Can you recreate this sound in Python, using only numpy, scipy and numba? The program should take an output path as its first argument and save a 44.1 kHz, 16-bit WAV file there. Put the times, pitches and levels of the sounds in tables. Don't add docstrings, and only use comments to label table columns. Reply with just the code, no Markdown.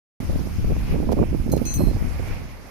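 import sys
import numpy as np
from scipy import signal
from scipy.fft import rfft, irfft
from scipy.io import wavfile
from scipy.ndimage import uniform_filter1d
from numba import njit

SR = 44100
rng = np.random.default_rng(int(sys.argv[2]) if len(sys.argv) > 2 else 0)


def persist_wave(psi):
    counts = np.round(np.clip(psi, -1, 1) * 32767).astype(np.int16)
    wavfile.write(sys.argv[1], SR, np.atleast_2d(counts).T)


def volts(x):
    e = np.asarray(x, float) / 20
    return 10 ** e


N = 119070

# [t/s, length/s, level/dB]
LEFT_THUMPS = [(0.315, 0.08, -18.5), (0.59, 0.013, -15), (0.689, 0.064, -14.5), (0.779, 0.014, -14),
               (0.913, 0.0079, -12), (1.2, 0.033, -19.5), (1.304, 0.017, -22), (1.381, 0.017, -36),
               (1.521, 0.03, -45), (1.78, 0.035, -16.5), (1.943, 0.069, -23), (2.018, 0.014, -16),
               (2.082, 0.12, -21.5), (2.192, 0.0099, -26), (2.312, 0.027, -18)]
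RIGHT_THUMPS = [(0.415, 0.042, -22), (0.542, 0.046, -30), (0.643, 0.021, -16.5), (0.829, 0.015, -14),
                (0.931, 0.031, -36), (1.1, 0.018, -26), (1.328, 0.034, -19), (1.401, 0.022, -16),
                (1.688, 0.033, -24.5), (1.877, 0.033, -11), (1.958, 0.024, -17.5), (2.034, 0.021, -37),
                (2.21, 0.091, -24), (2.332, 0.028, -27.5)]
# [t/s, length/s, level/dB]
LEFT_FLUTTERS = [(0.292, 0.049, -34), (0.36, 0.02, -22.5), (0.591, 0.0086, -18), (0.647, 0.03, -24),
                 (0.685, 0.021, -48), (0.73, 0.017, -25.5), (0.924, 0.017, -40), (0.97, 0.02, -26),
                 (1.085, 0.014, -24), (1.199, 0.03, -21), (1.524, 0.03, -23.5), (1.785, 0.027, -19.5),
                 (1.83, 0.025, -22.5), (1.854, 0.024, -25), (1.938, 0.044, -25), (2.026, 0.015, -23.5),
                 (2.059, 0.023, -21)]
RIGHT_FLUTTERS = [(0.212, 0.042, -28.5), (0.301, 0.012, -21.5), (0.36, 0.045, -27), (0.473, 0.023, -26.5),
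                  (0.642, 0.0047, -28), (0.706, 0.029, -21), (0.767, 0.0064, -24.5), (0.943, 0.054, -22.5),
                  (1.033, 0.054, -26), (1.098, 0.037, -21.5), (1.125, 0.043, -23), (1.186, 0.023, -18.5),
                  (1.224, 0.019, -17), (1.343, 0.04, -25), (1.458, 0.024, -25), (1.51, 0.044, -26),
                  (1.537, 0.012, -15.5), (1.575, 0.0079, -20.5), (1.625, 0.051, -24), (1.809, 0.026, -19),
                  (1.838, 0.011, -23), (1.896, 0.042, -23.5), (1.968, 0.0096, -21), (2.07, 0.047, -53),
                  (2.198, 0.012, -28), (2.303, 0.018, -30), (2.41, 0.03, -35), (.41, 0.042, -29.5),
                  (2.039, 0.025, -29)]
# [t/s, strength/dB]
BREEZE = [
    (.2, -0.5),
    (1.0, 7.5),
    (1.7, 3.5),
    (2.0, 0.5),
    (2.3, -0.5),
    (2.45, -3),
    (2.7, -13.5),
]
# [thump floor/dB, thump top f/Hz, flutter floor/dB, flutter top f/Hz at -20 dB,
# rise of that top/octaves per 10 dB, lean of the pressure/ratio]
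PORTS = [
    (-32, 72, -41.5, 179.5, -0.53, 0.085),
    (-31.5, 85.7, -38, 574, 0.86, -0.061),
]
# [t/s, peak level/dB, half width/ms]
SLAPS = [(.297, -22, 0.46), (.3595, -13.5, 0.49), (.4725, -22.5, 0.39), (.646, -17, 0.48),
         (0.7084, -17.5, 0.52), (0.7214, -16.5, 0.48), (0.7666, -21.5, 0.34), (0.9382, -11, 0.94),
         (.9453, -12.5, 0.52), (.959, -18, 0.75), (1.003, -11.5, 0.56), (1.0299, -16.5, 0.45),
         (1.0905, -19, 0.37), (1.1016, -14, 0.47), (1.1218, -8, 0.39), (1.1316, -11, 0.43),
         (1.1714, -21, 0.56), (1.192, -14, 0.31), (1.1992, -4.5, 0.69), (1.2165, -6, 0.64),
         (1.2213, -8, 0.62), (1.23, -16.5, 0.25), (1.2381, -9.5, 0.45), (1.3297, -12, 0.67),
         (1.3486, -10, 0.68), (1.4, -14.5, 1.1), (1.48, -17.5, 0.47), (1.4935, -11, 0.93),
         (1.517, -10, 1.1), (1.5381, -4, 0.45), (1.5554, -14.5, .5), (1.5689, -6.5, 0.56), (1.6, -19, 0.56),
         (1.618, -9.5, 0.57), (1.8105, -14, 0.56), (1.838, -7, 1.1), (1.9147, -14.5, 0.61),
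         (2.198, -18.5, 0.55)]
HELD_PITCHES = [4148, 6078, 6480, 8480, 11210, 11400, 14258, 14548]
FREE_PITCHES = [2573, 4146, 4205, 6072, 6233, 8477, 8610, 10361, 11208, 11373, 11650, 12850, 14455, 14700]
# [level/dB, time to fall 60 dB/s, left over right/dB, sway of that/dB, t facing left/s]
HELD_MODES = [(0., .1, 2, 3., 1.55), (-6, .13, -2, 3., 1.55), (-2, .1, 5, 3., 1.55),
              (-7, .11, -11, 4., 1.5), (-5, .07, -14, 3., 1.55), (-1, .06, -14, 3., 1.55),
              (-3, .07, 4, 3., 1.5), (-1, .11, -4, 8., 1.5)]
FREE_MODES = [(-6, .8, -7, 3., 1.8), (-10, .9, -6, 5., 1.8), (-5, .9, -6, 5., 1.8), (-8, .4, 6, 8., 1.72),
              (2, .7, 4, 12, 1.72), (-15, .78, -9, 3., 1.7), (-9.5, .5, -11, 3., 1.7),
              (-32, .8, -6, 10., 1.82), (-9, .1, -2, 4., 1.7), (-11, .6, -8, 8., 1.7),
              (-3, .03, -5, 3., 1.7), (-32, .7, -2, 10., 1.82), (2, .17, -3, 7., 1.74),
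              (-1, .05, 3, 3., 1.74)]
# [t/s, level/dB, favoured f/Hz, loss away from it/dB per octave squared, crack level/dB]
HELD_CLINKS = [
    (1.518, -34, 7500, 3., -39),
    (1.5245, -36, 11000, 6., -38),
    (1.5635, -45, 5500, 5., -38),
]
FREE_CLINKS = [
    (1.653, -37, 8000, 2., -36),
    (1.6648, -29, 6260, 25, -46),
    (1.7392, -28, 13400, 7., -31),
    (1.777, -40, 5200, 6., -43),
]
# [t/s, level/dB]
TICKS = [
    (1.117, -33.5),
    (1.1237, -33.5),
    (1.1255, -33),
    (1.499, -39),
    (1.576, -35),
]
# [t/s, left level/dB, right level/dB, f/Hz]
WHIR = [
    (.2, -55, -54, 2030),
    (.65, -51.5, -50.5, 2300),
    (.9, -45, -51, 2260),
    (1.1, -62, -50, 2280),
    (1.9, -60.5, -51, 2160),
    (2.33, -48.5, -46, 2170),
    (2.7, -73, -53.5, 1970),
]
# [t/s, left level/dB, right level/dB, brightness/dB per octave]
HISS = [(.2, 42, 41.5, 0), (.3, 41, 41, 0.6), (.6, 38, 37.5, 0.94), (.93, 39, 40, 0.2),
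        (1.05, 36, 36.5, -.1), (1.25, 32.5, 38, -0.3), (1.6, 32, 38.5, 1.3), (2.1, 36, 41, -0.57),
        (2.3, 38.5, 42, -1), (2.5, 37.5, 35.5, -.5), (2.7, 34.5, 36.5, -1)]
# [f/Hz, level/dB per Hz]
LEFT_COLOUR = [(300, -78.5), (1300, -79), (3500, -86), (6500, -87), (7800, -108), (12500, -101),
               (13800, -104), (15500, -116)]
RIGHT_COLOUR = [(750, -71), (1800, -80.5), (3700, -90.5), (5200, -83.5), (7900, -94), (10500, -86.5),
                (13300, -89.5), (14300, -95)]


def buffet(thumps, flutters, port):
    thump_floor_db, thump_top_hz, flutter_floor_db, flutter_top_hz, rise, lean = port
    white = rng.standard_normal((2, N))

    slow = butter(butter(white[0], 20.9, "high"), thump_top_hz, "low", order=3)
    raw_share = 0.31
    thump = (1 - raw_share) * evened(slow) + raw_share * rms_one(slow)

    level_db = wind_db(flutters, flutter_floor_db)
    lumps_db = 4.0 * drift(65)
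    top_hz = flutter_top_hz * 2 ** (rise * (level_db + 0.8 * lumps_db + 20.0) / 10)
    top_hz = np.clip(top_hz, 60, 2500)
    eddies = butter(butter(white[1], 92, "high"), 237, "low", order=1)
    flutter = evened(volts(lumps_db) * gliding(eddies, top_hz, 1.173, SR, False))

    body_hz = 0.22 * flutter_top_hz
    body = evened(butter(rng.standard_normal(N), [body_hz, 2 * body_hz], "band"))
    flutter = flutter + volts(-2.5 + 0.5 * lumps_db) * body

    thump_gain = volts(wind_db(thumps, thump_floor_db))
    push = thump_gain * thump + volts(level_db) * flutter
    strength = np.sqrt(thump_gain ** 2 + volts(2 * level_db))
    return butter(push + lean * push ** 2 / strength, 9.9, "high")


def wind_db(puffs, floor_db):
    t = np.arange(0, N, 16) / SR
    power = volts(2 * (floor_db + in_time(BREEZE)[0][::16]))
    for s, length_s, db in puffs:
        bell = np.exp(-4 * np.log(2) * np.abs((t - s) / length_s) ** 2.04)
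        power = power + volts(2 * db) * bell
    return np.interp(np.arange(N) / SR, t, 10 * np.log10(power))


def slaps():
    out, near = np.zeros(N), np.arange(-250, 251)
    for s, db, width_ms in SLAPS:
        u = near / SR / (width_ms * 1e-3)
        out[int(s * SR) + near] -= volts(db) * u * np.exp(0.5 - u ** 2 / 2)
    return out


def clinks(hits, pitches, modes):
    turn_s, swing_db, swing_per_s, swing_turns = 0.28, 2.0, 18, 0.06
    left_lag_s = 46e-6
    catch_s, catch_t60_s = 1.89, 0.25
    out, clock = np.zeros((2, N)), np.arange(int(1.5 * SR), int(2.1 * SR))
    now = clock / SR
    for hz, (mode_db, t60, lean_db, sway_db, facing_s) in zip(pitches, modes):
        pan_db = lean_db + sway_db * np.cos(2 * np.pi * (now - facing_s) / turn_s)
        waver_db = swing_db * np.array([drift(swing_per_s)[clock], drift(swing_per_s)[clock]])
        lag = hz * left_lag_s * np.array([[1], [0]])
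        sway = swing_turns * drift(swing_per_s)[clock] * [[1], [-1]]
        phase = rng.random() - lag + sway
        for s, db, favoured_hz, favour_db, _ in hits:
            t = np.maximum(now - s, 0)
            fall_db = -60 * t / t60 - 60 * np.maximum(now - catch_s, 0) / catch_t60_s
            gain_db = db + mode_db - favour_db * np.log2(hz / favoured_hz) ** 2
            gain_db = gain_db + pan_db * np.array([[0.5], [-0.5]])
            onset = 1 - np.exp(-t / 0.0004)
            tone = np.sin(2 * np.pi * (hz * t + phase))
            out[:, clock] += volts(gain_db + fall_db + waver_db) * onset * tone
    return out


def ticks():
    loose = butter(sum(snap(s, db) for s, db in TICKS), 1780, "high")
    cracks = sum(snap(s, crack_db) for s, *_, crack_db in HELD_CLINKS + FREE_CLINKS)
    coloured = through_ports(loose) * volts(88) + through_ports(butter(cracks, 4000, "high")) * volts(91)
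    sparkle = butter(cracks, [9800, 15300], "band") * volts(np.array([[-4.0], [-1.0]]))
    return coloured + sparkle


def snap(s, db):
    t = np.arange(N) / SR - s
    fade = np.where(t > 0, np.exp(-np.abs(t) / 0.0046), 0)
    return fade * rng.standard_normal((2, N)) * volts(db)


def whir():
    left_db, right_db, hz = in_time(WHIR)
    width_hz = 780
    white = rng.standard_normal((3, N))
    bands = []
    for k in range(2):
        air = white[k] + 0.5 * white[2]
        bands.append(gliding(air, hz, width_hz / hz.mean(), SR, True))
    return rms_one(np.array(bands)) * volts(np.array([left_db, right_db]) + 2.6 * drift(4.7))


def hiss():
    left_db, right_db, bright = in_time(HISS)
    out, edges, together_db = 0, np.geomspace(180, 16000, 21), 0.64 * drift(5)
    white = rng.standard_normal((2, 2, N))
    for k, (low, high) in enumerate(zip(edges, edges[1:])):
        mid, side = butter(white[k % 2], [low, high], "band")
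        hz = np.sqrt(low * high)
        alike = np.clip(0.59 / (1 + (hz / 1100) ** 2), 0, 1)
        level_db = np.array([left_db, right_db]) + bright * np.log2(hz / 2000)
        gain = volts(level_db + together_db + 1.47 * drift(20))
        out = out + gain * (np.sqrt(1 + alike) * mid + np.sqrt(1 - alike) * side * [[1], [-1]])
    return through_ports(out)


def through_ports(x):
    log_hz = np.log(np.arange(N // 2 + 1) * SR / N + 1)
    colour_db = []
    for table in (LEFT_COLOUR, RIGHT_COLOUR):
        hz, db = np.transpose(table)
        colour_db.append(np.interp(log_hz, np.log(hz), db))
    return irfft(rfft(x) * volts(np.array(colour_db)), N)


def rms_one(x):
    return x / np.sqrt(np.mean(x ** 2, axis=-1, keepdims=True) + 1e-20)


def in_time(rows):
    s, *columns = np.transpose(rows)
    return [np.interp(np.arange(N) / SR, s, c) for c in columns]


def butter(x, hz, kind, order=2):
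    return signal.sosfilt(signal.butter(order, hz, kind, fs=SR, output="sos"), x)


def drift(rate):
    r = np.exp(-40 * np.pi * rate / SR)
    slow = signal.lfilter([1], [1, -2 * r, r * r], rng.standard_normal(N // 20 + 2002))[2000:]
    return np.interp(np.arange(N) / 20, np.arange(len(slow)), rms_one(slow))


def evened(x):
    size = int(0.031 * SR)
    power = uniform_filter1d(uniform_filter1d(x ** 2, size=size), size=size)
    return x / np.sqrt(power + 1e-3 * np.mean(x ** 2))


@njit
def gliding(x, hz, damping, rate, band):
    y = x.copy()
    for stage in range(2):
        low, mid = 0.0, 0.0
        for i in range(len(y)):
            f = 2 * np.sin(np.pi * hz[i] / rate)
            low += f * mid
            mid += f * (y[i] - low - damping * mid)
            y[i] = mid if band else low
    return y


def scene():
    left_wind = buffet(LEFT_THUMPS, LEFT_FLUTTERS, PORTS[0])
    right_wind = buffet(RIGHT_THUMPS, RIGHT_FLUTTERS, PORTS[1]) + slaps()
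    held_ring = clinks(HELD_CLINKS, HELD_PITCHES, HELD_MODES)
    free_ring = clinks(FREE_CLINKS, FREE_PITCHES, FREE_MODES)
    return np.array([left_wind, right_wind]) + held_ring + free_ring + ticks() + whir() + hiss()


def low_pass(x):
    return signal.sosfilt(signal.butter(12, 16310, fs=SR, output="sos"), x)


def record(dry):
    opening = np.clip((np.arange(N) / SR - 0.2015) / 0.001, 0, 1)
    top_cut = signal.cheby2(12, 60, 16300, fs=SR, output="sos")
    return low_pass(signal.sosfilt(top_cut, dry) * opening)


dry = scene()
out = record(dry)
persist_wave(out)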